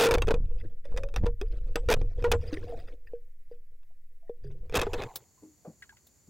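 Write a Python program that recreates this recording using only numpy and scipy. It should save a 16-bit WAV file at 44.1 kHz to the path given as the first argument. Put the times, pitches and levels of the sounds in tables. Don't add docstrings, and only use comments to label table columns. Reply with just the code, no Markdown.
import sys
import numpy as np
from scipy import signal
from scipy.fft import rfft, irfft, next_fast_len
from scipy.io import wavfile
from scipy.ndimage import uniform_filter1d, map_coordinates

SR = 44100
rng = np.random.default_rng(int(sys.argv[2]) if len(sys.argv) > 2 else 0)


def unload_wav(signal):
    wavfile.write(
        sys.argv[1],
        SR,
        np.round(np.clip(np.atleast_2d(signal).T, -1, 1) * 32767).astype(np.int16),
    )


N = 277414

# start in seconds, relative shaft level in dB, relative steel level in dB,
# judder length in seconds.
KNOCKS = [(0.0, -2, 4, .075), (0.088, -11.5, -14.5, 0.0069), (0.110, -10, -4, .012),
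          (0.129, -25, -21, 0.0024), (0.140, -8, -2.5, .013), (0.183, -31, -21, 0), (0.221, -37, -13, 0),
          (0.272, -28, -26, 0), (0.281, -14, -20.5, 0.0086), (0.307, -9.5, -16, .013),
          (0.342, -35, -24, 0.0042), (0.508, -36, -50.5, 0.0039), (0.854, -44.5, -44.5, 0),
          (0.922, -25.5, -45, 0.0011), (0.965, -47, -38, 0), (0.974, -50, -19.5, 0.00047),
          (1.035, -36, -30, 0), (1.088, -60.5, -41.5, 0.01), (1.141, -39, -32.5, 0.0011),
          (1.162, -38, -16.5, .011), (1.228, -29.5, -47, 0.012), (1.255, -20.5, -21.5, .016),
          (1.414, -41, -26, 0), (1.757, -20.5, -8, 0.00016), (1.888, 0.5, -16.5, 0.0036),
          (1.902, -6, -2.5, .027), (1.939, -22.5, -8.5, 0.002), (2.014, -33, -33, 0.00008),
          (2.184, -31, -64.5, 0.00039), (2.225, -34.5, -37, 0), (2.242, -6, -25, 0.0077),
          (2.316, -12.5, 2, .012), (2.333, -22.5, -27.5, 0), (3.134, -26.5, -74, 0.0044),
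          (3.513, -35.5, -78, 0.0085), (3.832, -77.5, -59, 0), (4.295, -24, -58, 0.0065),
          (4.697, -42, -39.5, 0), (4.725, -33, -38, 0.00075), (4.743, -13, -17, 0),
          (4.753, -15.5, -1.5, .024), (4.792, -40, -15.5, 0.0055), (4.815, -22, -2, 0),
          (4.833, -40.5, -24, 0), (4.867, -28.5, -39.5, 0.0055), (4.933, -22.5, -16.5, .012),
          (5.021, -43, -27, 0.018)]
JUDDER_GAP_S, JUDDER_LOSS_DB, JUDDER_SCATTER_DB = 0.0085, 3, 5
# nominal frequency in Hz, relative level in dB, T60 in seconds.
SHAFT_MODES = [(475.1, -1, 0.14), (433, -5.5, 0.051), (490, -15.5, 0.067), (658, -5, 0.019),
               (899, -44, 0.0083)]
# nominal frequency in Hz, relative level in dB, T60 in seconds.
STEEL_MODES = [(1520, 1, 0.0052), (1746, -7, 0.022), (2522, -0.5, 0.024), (3352, -9, 0.025),
               (3532, -10, 0.037), (4945, -9, 0.02), (5500, -13.5, 0.014), (6150, -16, 0.032),
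               (7370, -33.5, 0.11)]

# start in seconds, length in seconds, level in dB.
WRIGGLES = [(0.6, .015, -60), (0.845, .015, -62), (0.975, 0.0048, -46), (1.168, 0.015, -45),
            (1.775, .025, -58.5), (2.412, .025, -60.5), (2.467, 0.025, -54.5), (2.529, .018, -43),
            (2.565, 0.031, -54.5), (2.68, .04, -59.5), (2.77, .035, -58.5), (2.877, 0.012, -55.5),
            (3.07, 0.0056, -68.5), (3.515, 0.011, -72.5), (4.44, 0.0379, -67.5)]
WRIGGLE_ATTACK_S, WRIGGLE_RELEASE_S = 0.017, 0.045
# nominal frequency in Hz, relative level in dB, T60 in seconds.
WRIGGLE_MODES = [(790, -6, 0.021), (1945, 0, 0.01), (2600, -2, 0.0086), (3390, -12, 0.016),
                 (3540, -11.5, 0.012), (4790, -5, 0.013), (8750, -14, 0.016), (15000, -11.5, .003)]
WRIGGLE_BUBBLES_DB = -6

# start in seconds, length in seconds,
# pressure sway in dB, rumble in dB, rubbing in dB.
STROKES = [(0.0, .1, -34.5, -36.5, -53), (0.125, 0.29, -23.5, -32, -52.5), (0.43, .14, -25, -47, -57.5),
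           (0.62, 0.035, -55, -40.5, -56), (0.91, 0.14, -28.5, -42, -52.5), (1.185, .09, -19, -31, -60.5),
           (1.43, 0.68, -28, -47, -55), (1.89, 0.13, -20.5, -32, -55), (2.18, 0.093, -28.5, -39.5, -47),
           (2.26, .12, -29.5, -28.5, -63), (2.43, .37, -41.5, -44, -46), (2.83, 0.089, -40.5, -63, -54.5),
           (3.07, 0.092, -50, -66.5, -66.5), (3.5, 0.069, -57, -68.5, -72), (4.44, .18, -42.5, -50, -59.5),
           (4.71, 0.3, -37.5, -44.5, -55)]
STROKE_ATTACK_S, STROKE_RELEASE_S = 0.17, 0.28
# time in seconds, level in dB.
HEAVE = [(0, -24.5), (2.3, -30.5), (3, -34.5), (4.2, -36), (5, -30.5), (5.2, -88)]
# frequency in Hz, relative level in dB.
SWAY_SPECTRUM = [(10, -13), (18, 2.5), (32, -3), (45, -11.5), (65, -29), (120, -110)]
# frequency in Hz, relative level in dB.
RUMBLE_SPECTRUM = [(30, -31), (55, -3.5), (90, 0), (150, -19), (230, -23), (400, -82), (800, -120)]
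# frequency in Hz, relative level in dB.
RUB_SPECTRUM = [(100, -27), (220, -4.5), (320, 5), (420, 1.5), (480, 18), (560, -0.5), (680, -4),
                (900, -27), (2500, -34), (5000, -36), (7500, -33), (15000, -49)]
# start in seconds, relative level in dB, length in seconds.
SURGES = [(0.121, -5.5, 0.0076), (0.152, -3.5, .026), (0.288, -11.5, 0.0085), (0.323, 2.5, 0.018),
          (0.382, -10, 0.029), (0.919, -11, 0.033), (1.238, 1, 0.0089), (1.932, -8, 0.0067),
          (2.324, -4.5, 0.013), (4.606, -23, 0.025), (4.781, -0.5, 0.0061), (4.801, -5, 0.0073)]
# start in seconds, frequency in Hz, level in dB,
# T60 in seconds, pitch glide over T60 as a share.
GLIDING_RINGS = [(0.649, 337, -38, 0.057, -0.053), (0.853, 548, -39, 0.11, 0.16),
                 (0.962, 531, -33.5, 0.37, 0.11), (1.036, 520, -32, 0.2, 0.19),
                 (1.414, 392, -25.5, 0.13, 0.49), (2.527, 319.5, -23, 0.11, -0.0036),
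                 (2.571, 2020, -30.5, 0.027, -0.44), (2.572, 386, -30, 0.081, 0.032),
                 (2.671, 732, -44.5, 0.28, 0.056), (2.723, 683, -33.5, 0.15, .08),
                 (2.778, 666, -43, 0.15, 0.2), (3.072, 1820, -45.5, 0.054, -.18),
                 (3.906, 676, -61.5, 0.063, 0.053), (4.228, 684, -59.5, 0.25, .03),
                 (4.277, 1856, -63.5, .12, 0), (4.445, 403.5, -41.5, 0.41, -0.063),
                 (4.450, 139.6, -40, 0.76, 0.037), (4.868, 385.1, -16.5, 0.056, 0.13)]

# start in seconds, length in seconds, level in dB.
RUNOFF = [(4.75, 0.017, -23), (4.81, .025, -36), (4.9, 0.03, -52.5), (4.97, 0.049, -35.5),
          (5.06, 0.15, -59.5), (5.18, .04, -74)]
RUNOFF_ATTACK_S, RUNOFF_RELEASE_S = 0.079, 0.2
# start in seconds, length in seconds, level in dB.
GURGLE = [(4.9, .2, -49)]
# frequency in Hz, relative level in dB.
PATTER_SPECTRUM = [(60, -5.5), (120, 11), (220, -6), (470, 11.5), (700, -3), (1300, -9), (2000, -4.5),
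                   (3500, -12), (7000, -33.5), (15000, -37.5)]
# start in seconds, frequency in Hz, level in dB,
# T60 in seconds, pitch glide over T60 as a share.
DRIPS = [(5.376, 1025, -61.5, 0.19, -0.062), (5.433, 303, -42.5, 0.29, -0.022),
         (5.822, 1710, -40, 0.065, -0.46), (5.825, 2060, -35.5, 0.04, -0.35),
         (5.893, 1663, -43.5, 0.096, -0.28), (5.925, 933, -53, 0.09, 0.081),
         (5.969, 1920, -44.5, 0.0087, .08)]
# start in seconds, relative level in dB.
TICKS = [(5.157, -21), (5.824, -57.5), (6.068, -46)]
# start in seconds, relative level in dB, band reference in Hz.
BUMPS = [(5.423, -44, 352), (5.648, -38.5, 597), (5.671, -39, 231), (6.274, -46.5, 226.7)]

# frequency in Hz, relative level in dB.
AIR_SPECTRUM = [(30, -42), (60, 22), (150, 12.5), (500, 2.5), (1200, -5), (3300, -12.5), (4000, -10),
                (4450, 1.5), (5000, -6.5), (6300, 2), (7100, 10.5), (8200, -6.5), (15000, -8.5)]
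# time in seconds, level in dB.
HEADROOM = [(0, -19), (4.7, -20), (4.82, -24), (4.96, -26), (5.05, -22.5), (5.15, -24)]
SURFACE_S = 4.85
TOP_HZ = 15900


def amp(db):
    return 10 ** (np.asarray(db) / 20)


def unit(x):
    return x / np.sqrt(np.mean(x ** 2) + 1e-20)


def curves(rows):
    s, *cols = np.transpose(rows)
    return [np.interp(np.arange(N) / SR, s, c) for c in cols]


def wobble(rate_hz):
    knots = rng.standard_normal(int(N * rate_hz / SR) + 4)
    return map_coordinates(knots, [np.arange(N) * rate_hz / SR])


def swells(rows, attack_s, release_s):
    t = np.arange(N) / SR
    rows = np.array(rows)
    start, length = rows[:, :1], rows[:, 1:2]
    before = np.maximum(start - t, 0) / attack_s
    after = np.maximum(t - start - length, 0) / release_s
    shapes = amp(-60 * np.minimum(before + after, 2))
    return np.sqrt(amp(rows[:, 2:].T) ** 2 @ shapes ** 2)


def filtered(x, response):
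    size = next_fast_len(N + SR // 2)
    spectrum = rfft(x, size) * response(np.fft.rfftfreq(size, 1 / SR))
    return irfft(spectrum, size)[..., :N]


def coloured(x, spectrum):
    f, db = np.transpose(spectrum)
    return unit(filtered(x, lambda hz: amp(np.interp(np.log(hz + 1), np.log(f), db))))


def grains(rate_hz, spread_db, noise):
    size = amp(spread_db * (2 * rng.random(N) - 1))
    pops = (rng.random(N) < rate_hz / SR) * rng.choice([-1, 1], N) * size
    return unit(pops) + noise * rng.standard_normal(N)


def patchy(x, depth_db):
    z = signal.stft(x, nperseg=256)[2]
    field = uniform_filter1d(rng.standard_normal(z.shape), size=4, axis=0)
    field = uniform_filter1d(field, size=7, axis=1)
    return unit(signal.istft(z * amp(depth_db * unit(field)), nperseg=256)[1][:N])


def ring(modes, t, scatter_db, detune):
    out = 0
    for k, (hz, db, t60) in enumerate(modes):
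        decay = amp(db + (k > 0) * scatter_db * rng.normal() - 60 * t / t60)
        out = out + decay * np.sin(2 * np.pi * hz * (1 + detune * rng.normal()) * t)
    return out


def cloud(rate_hz, centre_hz, octaves, cycles, spread_db):
    draws = rng.standard_normal((int(rate_hz * N / SR), 3))
    start = rng.integers(0, N, len(draws))
    hz = np.clip(centre_hz * 2 ** (octaves * draws[:, :1]), 250, 12000)
    n = np.arange(SR // 40)
    age = hz * n / SR
    size = amp(spread_db * np.clip(draws[:, 1:2], -2, 2))
    envelope = size * amp(-60 * age / cycles) * (1 - np.exp(-age))
    glide = 1 + 0.024 * draws[:, 2:] * age / cycles
    pings = envelope * np.sin(2 * np.pi * age * glide)
    return unit(np.bincount((start[:, None] + n).ravel(), pings.ravel(), N)[:N])


def add(track, s, sound):
    part = track[max(round(s * SR), 0):][:len(sound)]
    part += sound[:len(part)]


def contacts(count=12):
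    for s, shaft_db, steel_db, length in KNOCKS:
        yield s, shaft_db, steel_db
        delays = np.cumsum(JUDDER_GAP_S * rng.uniform(0.5, 1.5, count))
        changes = JUDDER_SCATTER_DB * rng.standard_normal((count, 2)) - JUDDER_LOSS_DB
        for delay, (shaft_change, steel_change) in zip(delays, changes):
            if delay < length:
                yield s + delay, shaft_db + shaft_change, steel_db + steel_change


def spear(attack_s=0.00071):
    out, t = np.zeros(N), np.arange(SR // 3) / SR
    chatter_band = signal.butter(1, [900, 6000], "bandpass", fs=SR)
    thud_band = signal.butter(2, [250, 1100], "bandpass", fs=SR)
    for s, shaft_db, steel_db in list(contacts()):
        hardness = min(1, amp((steel_db - shaft_db + 4.0) / 2))
        main_mode = ring(SHAFT_MODES[:1], t, scatter_db=0, detune=0.0084)
        other_modes = ring(SHAFT_MODES[1:], t, scatter_db=8.0, detune=0.017)
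        shaft = main_mode + hardness * other_modes
        swell = 1 - np.exp(-(t / (attack_s * (2 - hardness))) ** 2)
        chatter = unit(signal.lfilter(*chatter_band, rng.standard_normal(len(t)))) * amp(-60 * t / 0.016)
        thud = unit(signal.lfilter(*thud_band, rng.standard_normal(len(t)))) * amp(-60 * t / 0.063)
        steel_ring = ring(STEEL_MODES, t, scatter_db=2.5, detune=0.037)
        steel = 0.41 * steel_ring + 0.13 * chatter + 0.23 * thud
        add(out, s, amp(shaft_db) * shaft * swell + amp(steel_db) * steel)
    return out


def fish():
    gain, = swells(WRIGGLES, WRIGGLE_ATTACK_S, WRIGGLE_RELEASE_S)
    prongs = ring(WRIGGLE_MODES, np.arange(SR // 30) / SR, scatter_db=1, detune=0.003)
    slips = grains(rate_hz=1300, spread_db=8, noise=0.3)
    scrape = patchy(signal.fftconvolve(slips, prongs)[:N], depth_db=6.5)
    loosened = cloud(rate_hz=400, centre_hz=3000, octaves=0.8, cycles=35, spread_db=5)
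    return gain * (scrape + amp(WRIGGLE_BUBBLES_DB) * loosened)


def water():
    sway_gain, rumble_gain, rub_gain = swells(STROKES, STROKE_ATTACK_S, STROKE_RELEASE_S)
    drift = amp(curves(HEAVE)[0])
    heave = drift * np.sin(2 * np.pi * np.cumsum(7.5 + 2 * wobble(6.7)) / SR)
    swing = signal.hilbert(coloured(rng.standard_normal(N), SWAY_SPECTRUM))
    sway = unit(swing.real / np.sqrt(np.abs(swing) ** 2 + 0.39))
    rumble = coloured(rng.standard_normal(N), RUMBLE_SPECTRUM)
    rub = coloured(patchy(grains(rate_hz=490, spread_db=8, noise=0.24), depth_db=3.5), RUB_SPECTRUM)
    prongs = ring(STEEL_MODES, np.arange(SR // 10) / SR, scatter_db=0, detune=0.003)
    rasp = unit(signal.fftconvolve(grains(rate_hz=400, spread_db=8, noise=0.3), prongs)[:N])
    fizz = cloud(rate_hz=700, centre_hz=2700, octaves=0.85, cycles=40, spread_db=4)
    rasp_gain = amp(-25.5 + 1.5 * wobble(18))
    fizz_gain = amp(-19 + 5.1 * wobble(42))
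    churn = amp(3.8 * wobble(31)) * (rub + rasp_gain * rasp + fizz_gain * fizz)
    sways = (sway_gain + amp(-21) * drift) * sway
    rumbles = (rumble_gain + amp(-36.5) * drift) * rumble
    churns = (rub_gain + amp(-46.5) * drift) * churn
    return heave + sways + rumbles + churns


def surges():
    out = np.zeros(N)
    for k, (s, db, length) in enumerate(SURGES):
        u = np.arange(int(length * SR)) / (length * SR)
        add(out, s, (-1) ** k * amp(db - 4.0) * np.sin(np.pi * u))
    return out


def gliding_rings(rows, attack_s=0.00047):
    out, t = np.zeros(N), np.arange(SR // 2) / SR
    for s, hz, db, t60, glide in rows:
        quiver = 0.05 * wobble(221)[:len(t)]
        pitch_hz = hz * (1 + glide * np.minimum(t / t60, 1) + quiver)
        phase = 2 * np.pi * np.cumsum(pitch_hz) / SR
        add(out, s, amp(db - 60 * t / t60) * (1 - np.exp(-t / attack_s)) * np.sin(phase))
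    return out


def runoff():
    patter_gain, = swells(RUNOFF, RUNOFF_ATTACK_S, RUNOFF_RELEASE_S)
    gurgle_gain, = swells(GURGLE, attack_s=0.13, release_s=0.38)
    patter = coloured(patchy(grains(rate_hz=1500, spread_db=13.0, noise=0.45), depth_db=5), PATTER_SPECTRUM)
    gurgle = cloud(rate_hz=1400, centre_hz=855, octaves=0.16, cycles=35, spread_db=-2)
    return patter_gain * patter + gurgle_gain * gurgle


def drips():
    out, t = gliding_rings(DRIPS), np.arange(SR // 3) / SR
    for s, hz, db, *_ in DRIPS:
        spectrum = [(hz / 4, -18), (hz, 0), (hz * 2.91, -5), (hz * 6, -22)]
        spray = coloured(grains(rate_hz=990, spread_db=4.5, noise=0.42), spectrum)[:len(t)]
        add(out, s, amp(db - 14.5 - 60 * t / 0.094) * spray)
    return out


def housing_ticks():
    out, t = np.zeros(N), np.arange(SR // 4) / SR
    spectrum = [(500, -3.5), (2500, -10.5), (3700, 2.5), (6000, -4.5), (9000, -7.0), (14000, 3.5)]
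    for s, db in TICKS:
        snap = coloured(rng.standard_normal(N), spectrum)[:len(t)]
        decay = amp(-60 * t / 0.049) + amp(-30.0 - 60 * t / 0.048)
        add(out, s, amp(db) * decay * (1 - np.exp(-t / 0.0012)) * snap)
    return out


def bumps():
    out, t = np.zeros(N), np.arange(SR // 4) / SR
    for s, db, hz in BUMPS:
        band = signal.butter(2, [hz / 1.6, hz * 1.12], "bandpass", fs=SR, output="sos")
        thud = unit(signal.sosfilt(band, rng.standard_normal(len(t))))
        add(out, s, amp(db - 60 * t / 0.163) * (1 - np.exp(-t / 0.0025)) * thud)
    return out


def two_ports(x, lead_s, right_db=-1):
    right = filtered(x, lambda hz: np.exp(-2j * np.pi * hz * lead_s))
    return np.array([x, amp(right_db) * right])


def background():
    t = np.arange(N) / SR
    in_air = np.clip((t - SURFACE_S) / 0.064, 0, 1)
    shared, left, right = [coloured(rng.standard_normal(N), AIR_SPECTRUM) for _ in range(3)]
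    air = amp(-64.0) * (shared + 0.69 * np.array([left, right]))
    floor_spectrum = [(100, 3.5), (1400, -5.5), (1950, 9), (3000, -4), (15000, -2.5)]
    floor = amp(-79.0 + 0.97 * wobble(32)) * coloured(rng.standard_normal(N), floor_spectrum)
    whine_spectrum = [(11700, -70), (12030, 0), (12150, 0), (12500, -70)]
    whine = amp(-87) * coloured(rng.standard_normal(N), whine_spectrum)
    return in_air * air + floor + (1 - in_air) * whine


def scene():
    submerged = spear() + fish() + water() + surges() + gliding_rings(GLIDING_RINGS) + runoff()
    in_air = two_ports(housing_ticks(), lead_s=0.000012) + two_ports(bumps() + drips(), lead_s=0.0001)
    return submerged + in_air + background()


def record(dry, knee=39.0):
    top = amp(curves(HEADROOM)[0])
    flat = dry / (1 + np.abs(dry / top) ** knee) ** (1 / knee)

    def response(hz):
        damping = 1j * hz * 300
        port = 1 + 0.044 * damping / (2500 ** 2 - hz ** 2 + damping)
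        tilt = amp(np.interp(hz, [0, 4000, 9000, 15000], [-1.69, -2.5, -2.0, -1.7]))
        return port * tilt * (hz < TOP_HZ)

    return filtered(flat, response)


dry = scene()
out = record(dry)
unload_wav(out)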